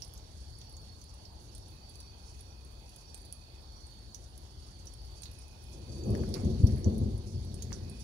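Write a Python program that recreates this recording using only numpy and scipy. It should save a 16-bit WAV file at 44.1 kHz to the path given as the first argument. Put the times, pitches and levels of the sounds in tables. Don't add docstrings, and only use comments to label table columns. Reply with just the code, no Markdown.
import sys
import numpy as np
from scipy import signal
from scipy.fft import rfft, irfft
from scipy.io import wavfile
from scipy.ndimage import uniform_filter1d

SR = 44100
rng = np.random.default_rng(int(sys.argv[2]) if len(sys.argv) > 2 else 0)


def wrap_up_sound(samples):
    columns = np.atleast_2d(samples).T
    tamed = np.clip(columns, -1, 1)
    steps = np.round(tamed * 32767).astype(np.int16)
    wavfile.write(sys.argv[1], SR, steps)


N = 354367
TIME = np.arange(N) / SR


def gain_of(db):
    return 10 ** (np.asarray(db) / 20)


def evened(x):
    return x / np.sqrt(np.mean(x ** 2) + 1e-20)


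def read_curve(points, hz):
    point_hz, value = np.transpose(points)
    return np.interp(np.log(hz + 1), np.log(point_hz + 1), value)


def follow(rows):
    s, *columns = np.transpose(rows)
    return [np.interp(TIME, s, column) for column in columns]


def panned(left_minus_right_db):
    return gain_of(np.array([left_minus_right_db, 0 * left_minus_right_db]))


def resonate(x, hz, width_hz):
    turn = np.exp(2j * np.pi * np.cumsum(hz * np.ones(x.shape[-1])) / SR)
    r = np.exp(-np.pi * width_hz / SR)
    lowered = x * turn.conj() + 1e-18
    smooth = signal.lfilter([(1 - r) ** 2], [1, -2 * r, r * r], lowered)
    return 2 * (turn * smooth).real


# pitch_hz, likeness (0-1)
PORT_LIKENESS = [(40, 0.96), (130, 0.98), (215, 0.89), (350, 0.95), (520, 0.78), (700, 0), (1100, 0.27),
                 (2500, 0), (16000, 0.06)]


def noise(spectrum, patchy_db, lo_hz=0, hi_hz=SR, size=N):
    frames = size // 512 + 5
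    hz = np.fft.rfftfreq(2048, 1 / SR)
    hz = hz[hz <= min(spectrum[-1][0], 3 * hi_hz)]
    a, b, c, d, patches = rng.standard_normal((frames, len(hz), 5), dtype=np.float32).T
    patches = uniform_filter1d(patches, size=20, axis=0)
    patches = evened(uniform_filter1d(patches, size=6, axis=1))
    same = np.clip(read_curve(PORT_LIKENESS, hz), 0, 1)[:, None]
    right = a + 1j * b
    left = same * right + np.sqrt(1 - same ** 2) * (c + 1j * d)
    band = 1 / np.sqrt((1 + (lo_hz / (hz + 1)) ** 12) * (1 + (hz / hi_hz) ** 12))
    colour = band[:, None] * gain_of(read_curve(spectrum, hz)[:, None] + patchy_db * patches)
    z = np.zeros((2, 1025, frames), np.complex64)
    z[:, :len(hz)] = np.array([left, right]) * colour
    sound = signal.istft(z, nperseg=2048, noverlap=1536)[1]
    return evened(sound[:, :size].astype(float))


# (relative, per Hz)
FAR_COLOUR = [(15, -51), (25, -16), (36, -7), (48, 0), (60, 1), (85, -7.5), (125, -12), (147, -20),
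              (213, -21), (270, -26), (362, -23.5), (472, -31.5), (600, -34.5), (780, -55)]
FAR_DB, FAR_SWELL_DB = -50, 1


def far_grumble():
    swell = evened(np.interp(TIME, np.arange(40) / 4, rng.standard_normal(40)))
    return gain_of(FAR_DB + FAR_SWELL_DB * swell) * noise(FAR_COLOUR, patchy_db=0.0)


# (relative, per Hz)
NEAR_COLOUR = [(13, -43), (22, -23), (45, -7.5), (74, 3), (97, -6.5), (120, 0.5), (162, -17.5), (223, -3.5),
               (245, -17), (279, -19), (384, -15.5), (436, -25), (480, -22.5), (660, -32), (1000, -44.5),
               (1300, -51), (2200, -120)]
# start_s, deep_db, middle_db (against deep), crackle_db (against deep)
NEAR_ROLL = [(5.4, -68, 3, -24), (5.73, -53, -10, -9.5), (6.05, -42.5, -4.5, -3.5), (6.07, -37, -1.5, -1),
             (6.22, -34.5, -3.5, -2.5), (6.27, -33.5, -6, -9.5), (6.4, -40, -8.5, -4.5),
             (6.7, -30, -6, -19), (6.84, -37.5, -9, -9.5), (7.0, -35, -4, -13), (7.18, -39, -13, -13),
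             (7.22, -45.5, -6, -6), (7.34, -41.5, -10.5, -14.5), (7.72, -42.5, -7.5, -12),
             (8.04, -50.5, -5, -10.5)]
# start_s, level_db (peak), pitch_hz, cycles (count), clap_db (middle band)
SHOCK_FRONTS = [(6.075, -27.5, 109, 9, -32.5), (6.21, -27, 125, 2.4, -45), (6.30, -35, 70, 2.1, -53),
                (6.432, -23, 86, 5.7, -32), (6.491, -32, 96, 3.3, -39.5), (6.597, -23.5, 92, 1.9, -33),
                (6.632, -9.5, 95, 3, -25.5), (6.679, -23, 86, 2.4, -54), (6.722, -22.5, 74, 2.4, -44),
                (6.857, -17.5, 90.4, 4.7, -25.5), (6.924, -26, 100, 2.55, -42), (7.01, -22, 89, 5, -30.5),
                (7.053, -29, 93.5, 2.6, -46), (7.077, -28, 64, 2.1, -45), (7.256, -30.5, 75.5, 2, -41.5),
                (7.328, -31.5, 89, 6.3, -50), (7.41, -29.5, 80, 2.5, -53), (7.498, -35, 90, 3.5, -49),
                (7.634, -34, 85, 3, -50), (7.701, -32, 70, 2.4, -50), (7.811, -33.5, 96, 4.1, -44.5)]
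CLAP_RISE_S, CLAP_T60_S = 0.0049, 0.31
CRACKLE_DB, CRACKLE_T60_S = -9, 0.46
LUMPS_PER_S, LUMPS_DB = 30, 2


def near_roll():
    start = round(NEAR_ROLL[0][0] * SR)
    t = TIME[start:]
    deep_db, middle_db, crackle_db = np.array(follow(NEAR_ROLL))[:, start:]
    middle_power = gain_of(deep_db + middle_db) ** 2
    crackle_power = gain_of(deep_db + crackle_db) ** 2
    fronts = np.zeros(len(t))
    for s, db, hz, cycles, clap_db in SHOCK_FRONTS:
        first = round(s * SR) - start
        span = slice(first, first + 20000)
        age = np.maximum(t[span] - s, 0)
        u = np.minimum(age * hz / cycles, 1)
        strength = np.sin(np.pi * u ** 0.69) ** 2.9
        fronts[span] -= gain_of(db) * strength * np.sin(2 * np.pi * cycles * u)
        onset = np.minimum(age / CLAP_RISE_S, 1)
        middle_power[span] += (onset * gain_of(clap_db - 60 * age / CLAP_T60_S)) ** 2
        crackle_power[span] += (onset * gain_of(clap_db + CRACKLE_DB - 60 * age / CRACKLE_T60_S)) ** 2
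    roll = gain_of(deep_db) * noise(NEAR_COLOUR, 0, hi_hz=153, size=len(t))
    roll += np.sqrt(middle_power) * noise(NEAR_COLOUR, 0, lo_hz=158, hi_hz=278.5, size=len(t))
    roll += np.sqrt(crackle_power) * noise(NEAR_COLOUR, 0, lo_hz=298, size=len(t))
    lumps = rng.standard_normal(400)
    roll *= gain_of(LUMPS_DB * np.interp(t - t[0], np.arange(len(lumps)) / LUMPS_PER_S, lumps))
    fade_in = np.clip((t - t[0]) / 0.15, 0, 1)
    out = np.zeros((2, N))
    out[:, start:] = fade_in * roll + fronts
    return out


def thunder():
    return far_grumble() + near_roll()


RISE_CYCLES = 1.7


def strike(db, hz, t60_s, splash, pan_db):
    t = np.arange(6000) / SR
    burst = rng.standard_normal((2, len(t)))
    f = np.fft.rfftfreq(len(t), 1 / SR)
    spray_colour = gain_of(read_curve(WASH_COLOUR, f)) * (f > 2000) * (f / 8000) ** 1.05
    spray = irfft(rfft(burst) * spray_colour)
    ring = resonate(burst, hz, 800 + 0.077 * hz)
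    burst = evened(evened(ring) + splash * evened(spray))
    tick = 1.06 * np.exp(-t / 0.00052)
    shape = tick + 0.34 * np.roll(tick, round(0.0019 * SR))
    shape += 0.5 * gain_of(-60 * t / max(t60_s, 0.005))
    shape += gain_of(-21 - 60 * t / 0.3)
    shape *= np.sin(np.pi / 2 * np.minimum(t * max(hz, 3000) / RISE_CYCLES, 1)) ** 2
    shape *= signal.windows.tukey(2 * len(t), 0.3)[len(t):]
    return gain_of(db) * panned(pan_db)[:, None] * burst * shape


# start_s, level_db, pitch_hz, splash (0-1), pan_db (left over right)
GROUND_DRIPS = [(.0205, -31.5, 5400, 0.27, -6), (0.0466, -41.5, 9400, 0.6, -3),
                (0.1367, -42, 11300, 0.6, -8.5), (0.176, -47.5, 6400, .7, 4), (.614, -47.5, 6160, .5, -11),
                (0.7665, -46, 6740, 1, -2), (1.0135, -44, 6100, 0.76, -3), (1.1393, -48, 9400, .8, 2),
                (1.252, -42, 5000, 0.2, -5), (1.5494, -39, 8900, 0.7, -5), (1.8947, -45, 10100, .3, -5),
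                (2.002, -41, 9700, 1, 1), (2.4073, -40.5, 9800, .46, -10), (2.9608, -43.5, 10000, 0.8, 3),
                (3.144, -34.5, 9000, 0.63, -8), (3.1762, -47, 11100, .9, 2), (3.325, -33, 10040, 0.38, -4),
                (3.8661, -47, 9000, .5, -8), (4.145, -35, 6070, 0.6, -8), (4.377, -43.5, 10700, 0.7, 0),
                (4.8695, -40.5, 5870, 0.3, -7), (5.2197, -38.5, 9200, 0.5, -9),
                (5.234, -36.5, 6400, 0.8, -10), (5.3138, -46, 11000, 0.7, -3), (5.387, -43, 9650, 0.3, -7),
                (5.4809, -52, 9880, 1, 2), (6.0365, -46, 6340, 0.4, -3), (6.104, -44, 10200, 0, -3),
                (6.1505, -44, 5590, 0.6, 4), (6.1724, -46, 9300, .9, 3), (6.29, -47, 9370, .9, 0),
                (6.34, -33, 5400, 1, -7), (6.669, -36, 5600, 1, -2), (6.76, -47, 10100, .8, -12),
                (6.8435, -37, 5960, 0.2, -10), (6.98, -39.5, 10400, 0.5, -5),
                (7.5416, -36.5, 9200, 0.55, -6), (7.622, -33, 6530, 1, -5), (7.7276, -31.5, 5700, 0, -7),
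                (7.8965, -39.5, 9630, 0.2, -11)]
# start_s, level_db, pitch_hz, t60_s, splash (0-1), pan_db (left over right)
KNOCKS_AND_RATTLES = [(.6135, -43.5, 3820, 0.027, 0, -3), (5.2324, -39, 4150, 0.011, .1, -5),
                      (5.2547, -39, 4200, 0.083, 0.2, 2), (6.15, -44, 1740, 0.013, .6, 7),
                      (6.2347, -44.5, 1630, 0.0099, 0.2, 5.5), (6.3399, -31, 4600, 0.059, 0, 0),
                      (6.345, -52, 2320, 0.47, 0.1, 3.5), (6.357, -46.5, 1080, 0.26, 0, 0.5),
                      (6.69, -57, 1960, 0.35, 0.5, -3), (6.7668, -56.5, 2000, 0.36, .2, -5),
                      (7.515, -50, 4000, .06, .3, 0), (7.705, -46, 1980, 0.018, 0.2, 0),
                      (7.72, -35.5, 1395, 0.015, 0.33, -2)]
RING_CYCLES = 360
FAINT_PER_S, FAINT_DB, FAINT_HZ = 3, -50.5, 9740


def drips_and_knocks():
    out = np.zeros((2, N + 6000))
    faint = []
    for a, b, c in rng.random((round(FAINT_PER_S * N / SR), 3)):
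        faint.append((a * N / SR, FAINT_DB + 6 * b, FAINT_HZ * (0.994 + 0.085 * c), b, 0))
    ground = [(s, db, hz, RING_CYCLES / hz, splash, pan_db)
              for s, db, hz, splash, pan_db in [*GROUND_DRIPS, *faint]]
    for s, *row in [*ground, *KNOCKS_AND_RATTLES]:
        start = round((s + 0.00053) * SR)
        out[:, start:start + 6000] += strike(*row)
    return out[:, :N]


# (relative, per Hz)
WASH_COLOUR = [(300, 1), (500, 4), (850, 6.5), (1250, -3), (2100, -6), (2900, -2), (3500, 3.5), (5000, 2),
               (6400, 0.5), (7900, -14), (9300, -3), (10700, -6), (11800, -12.5), (13300, -20),
               (16000, -30)]
# start_s, level_db
FIZZ_COURSE = [(0, -68.5), (1.0, -70.5), (1.75, -70), (2.86, -70.5), (5.8, -69), (6.22, -64), (7.18, -68),
               (8.04, -67.5)]


def rain():
    low_wash = noise(WASH_COLOUR, patchy_db=2.0, hi_hz=1475) * gain_of(-64)
    fizz = noise(WASH_COLOUR, patchy_db=2.0, lo_hz=1410)
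    t = np.arange(3000) / SR
    flash = gain_of(-60 * t / 0.15) * (1 - np.exp(-t / 0.0018))
    spray = noise(WASH_COLOUR, 0, lo_hz=2000)
    for lo_hz, hi_hz, db in ((2800, 12000, -10), (4850, 10900, -5.5), (8600, 21000, -13.5)):
        lands = rng.random(N) < 22 / SR
        size = gain_of(3.0 * np.minimum(rng.exponential(1, N), 3)) * lands
        band = signal.butter(N=4, Wn=(lo_hz, hi_hz), btype="band", fs=SR, output="sos")
        flashes = signal.oaconvolve(size, flash)[:N] * signal.sosfilt(band, spray)
        fizz += gain_of(db) * evened(flashes)
    return low_wash + gain_of(follow(FIZZ_COURSE)[0] + 9.5) * fizz


def singer(hz, width_hz, strokes_per_s, depth, clean, t=TIME):
    strokes = 1 - depth * (0.5 + 0.5 * np.cos(2 * np.pi * strokes_per_s * t))
    tone = np.sqrt(2) * np.sin(2 * np.pi * hz * t)
    blur = evened(resonate(rng.standard_normal((2, len(t))), hz, width_hz))
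    return evened(strokes * (clean * tone + (1 - clean) * blur))


def phrases(rows, edge_s):
    t = TIME[::64]
    gain = sum(gain_of(db) * np.clip(np.minimum(t - a, b - t) / edge_s, 0, 1) for a, b, db in rows)
    return np.interp(TIME, t, gain)


# start_s, level_db
CHORUS_COURSE = [(0, -64.5), (1.97, -62), (2.46, -65), (3.89, -61.5), (4.32, -66.5), (5.19, -61),
                 (5.55, -67.5), (6.0, -62), (6.67, -60.5), (7.09, -66), (7.61, -62), (8.04, -64.5)]


def chorus():
    crowd = singer(4433, 190, 35, 0.25, 0) + singer(4586, 210, 47, 0.26, 0)
    return gain_of(follow(CHORUS_COURSE)[0]) * panned(4.6)[:, None] * crowd


# start_s, end_s, level_db, pitch_hz
SOLO_PHRASES = [(.4, 0.715, -62, 4497), (.5, .85, -61.5, 4580), (.7, 0.997, -62, 4416),
                (1.802, 2.157, -59.5, 4625), (2.002, 2.45, -70, 4300), (2.944, 3.3, -65, 4650),
                (3.64, 4.185, -63, 4440), (4.47, 4.844, -64, 4590), (4.951, 5.3, -61.5, 4605),
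                (5.859, 6.296, -59, 4600), (6.45, 6.95, -63.5, 4490), (7.35, 7.698, -70, 4600),
                (7.801, 8.1, -66, 4630)]
SOLO_PAN_DB = 10


def solos():
    out = np.zeros((2, N))
    for a, b, db, hz in SOLO_PHRASES:
        span = slice(round(a * SR), round(a * SR) + 30000)
        voice = singer(hz, 56, 44, 0.37, clean=0.054, t=TIME[span])
        out[:, span] += phrases([(a, b, db)], 0.038)[span] * panned(SOLO_PAN_DB)[:, None] * voice
    return out


# start_s, end_s, level_db
TRILL_PHRASES = [(1.62, 3.72, -72.5), (5.08, 6.36, -70), (7.77, 8.1, -65)]


def low_trill():
    trill = singer(2560, 60, 56, 0.82, clean=0.6) + 0.82 * singer(2480, 80, 56, 0.32, clean=0.29)
    return phrases(TRILL_PHRASES, 0.14) * panned(-3.5)[:, None] * trill


CHIRP_STARTS = [.12, .6, 1.08, 1.55, 2.0, 2.42, 3.05, 3.75, 5.53, 6.2, 6.78, 7.45]
CHIRP_S, CHIRP_DB = 0.12, -65


def high_chirps():
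    chirps = [(s, s + CHIRP_S, CHIRP_DB) for s in CHIRP_STARTS]
    return phrases(chirps, 0.012) * singer(5670, 70, 40, 0.25, clean=0.43)


# start_s, end_s
TICKER_PHRASES = [(.05, .3), (.38, .95), (1.5, 1.7), (2.2, 2.35), (2.95, 3.22), (3.55, 3.8), (4.0, 4.1),
                  (4.45, 4.72), (4.9, 5.1), (5.37, 5.55), (5.6, 5.8), (6.2, 6.66), (7.23, 8.4), (7.75, 6.2)]
TICKER_DB = -66


def slow_ticker():
    gain = phrases([(a, b, TICKER_DB) for a, b in TICKER_PHRASES], 0.03)
    return gain * singer(5325, 90, 26, 0.39, clean=0.08)


def crickets():
    return chorus() + solos() + low_trill() + high_chirps() + slow_ticker()


def scene():
    return thunder() + drips_and_knocks() + rain() + crickets()


# pitch_hz, level_db
LEFT_COLOUR = [(60, 3), (220, 1.5), (520, 1.5), (1100, 0.5), (1900, -0.5), (2500, -6.5), (3600, -16.5),
               (4500, -14), (6400, -13.5), (7800, 3.5), (9400, -26), (11000, -12), (13000, -6.5),
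               (15200, 10.5)]
# pitch_hz, lag_radians
LEFT_LAG = [(40, 0.31), (130, 0.58), (215, 0.25), (350, 0.7), (520, 1.11), (700, 2.15), (1100, 3.33)]
EDGE_HZ = 15780


def record(dry):
    hz = np.fft.rfftfreq(4096, 1 / SR)
    response = gain_of(read_curve(LEFT_COLOUR, hz)) * np.exp(-1j * read_curve(LEFT_LAG, hz))
    port = np.roll(irfft(response), 2048) * np.hanning(4096)
    left = signal.oaconvolve(dry[0], port)[2048:2048 + N]
    bass_cut = signal.butter(N=3, Wn=39, btype="high", fs=SR, output="sos")
    ports = signal.sosfiltfilt(bass_cut, [left, dry[1]])
    ports = ports + gain_of(-81) * rng.standard_normal((2, N))
    band_limit = signal.firwin(511, EDGE_HZ, window=("kaiser", 9), fs=SR)
    return signal.oaconvolve(ports, band_limit[None], "same")


dry = scene()
out = record(dry)
wrap_up_sound(out)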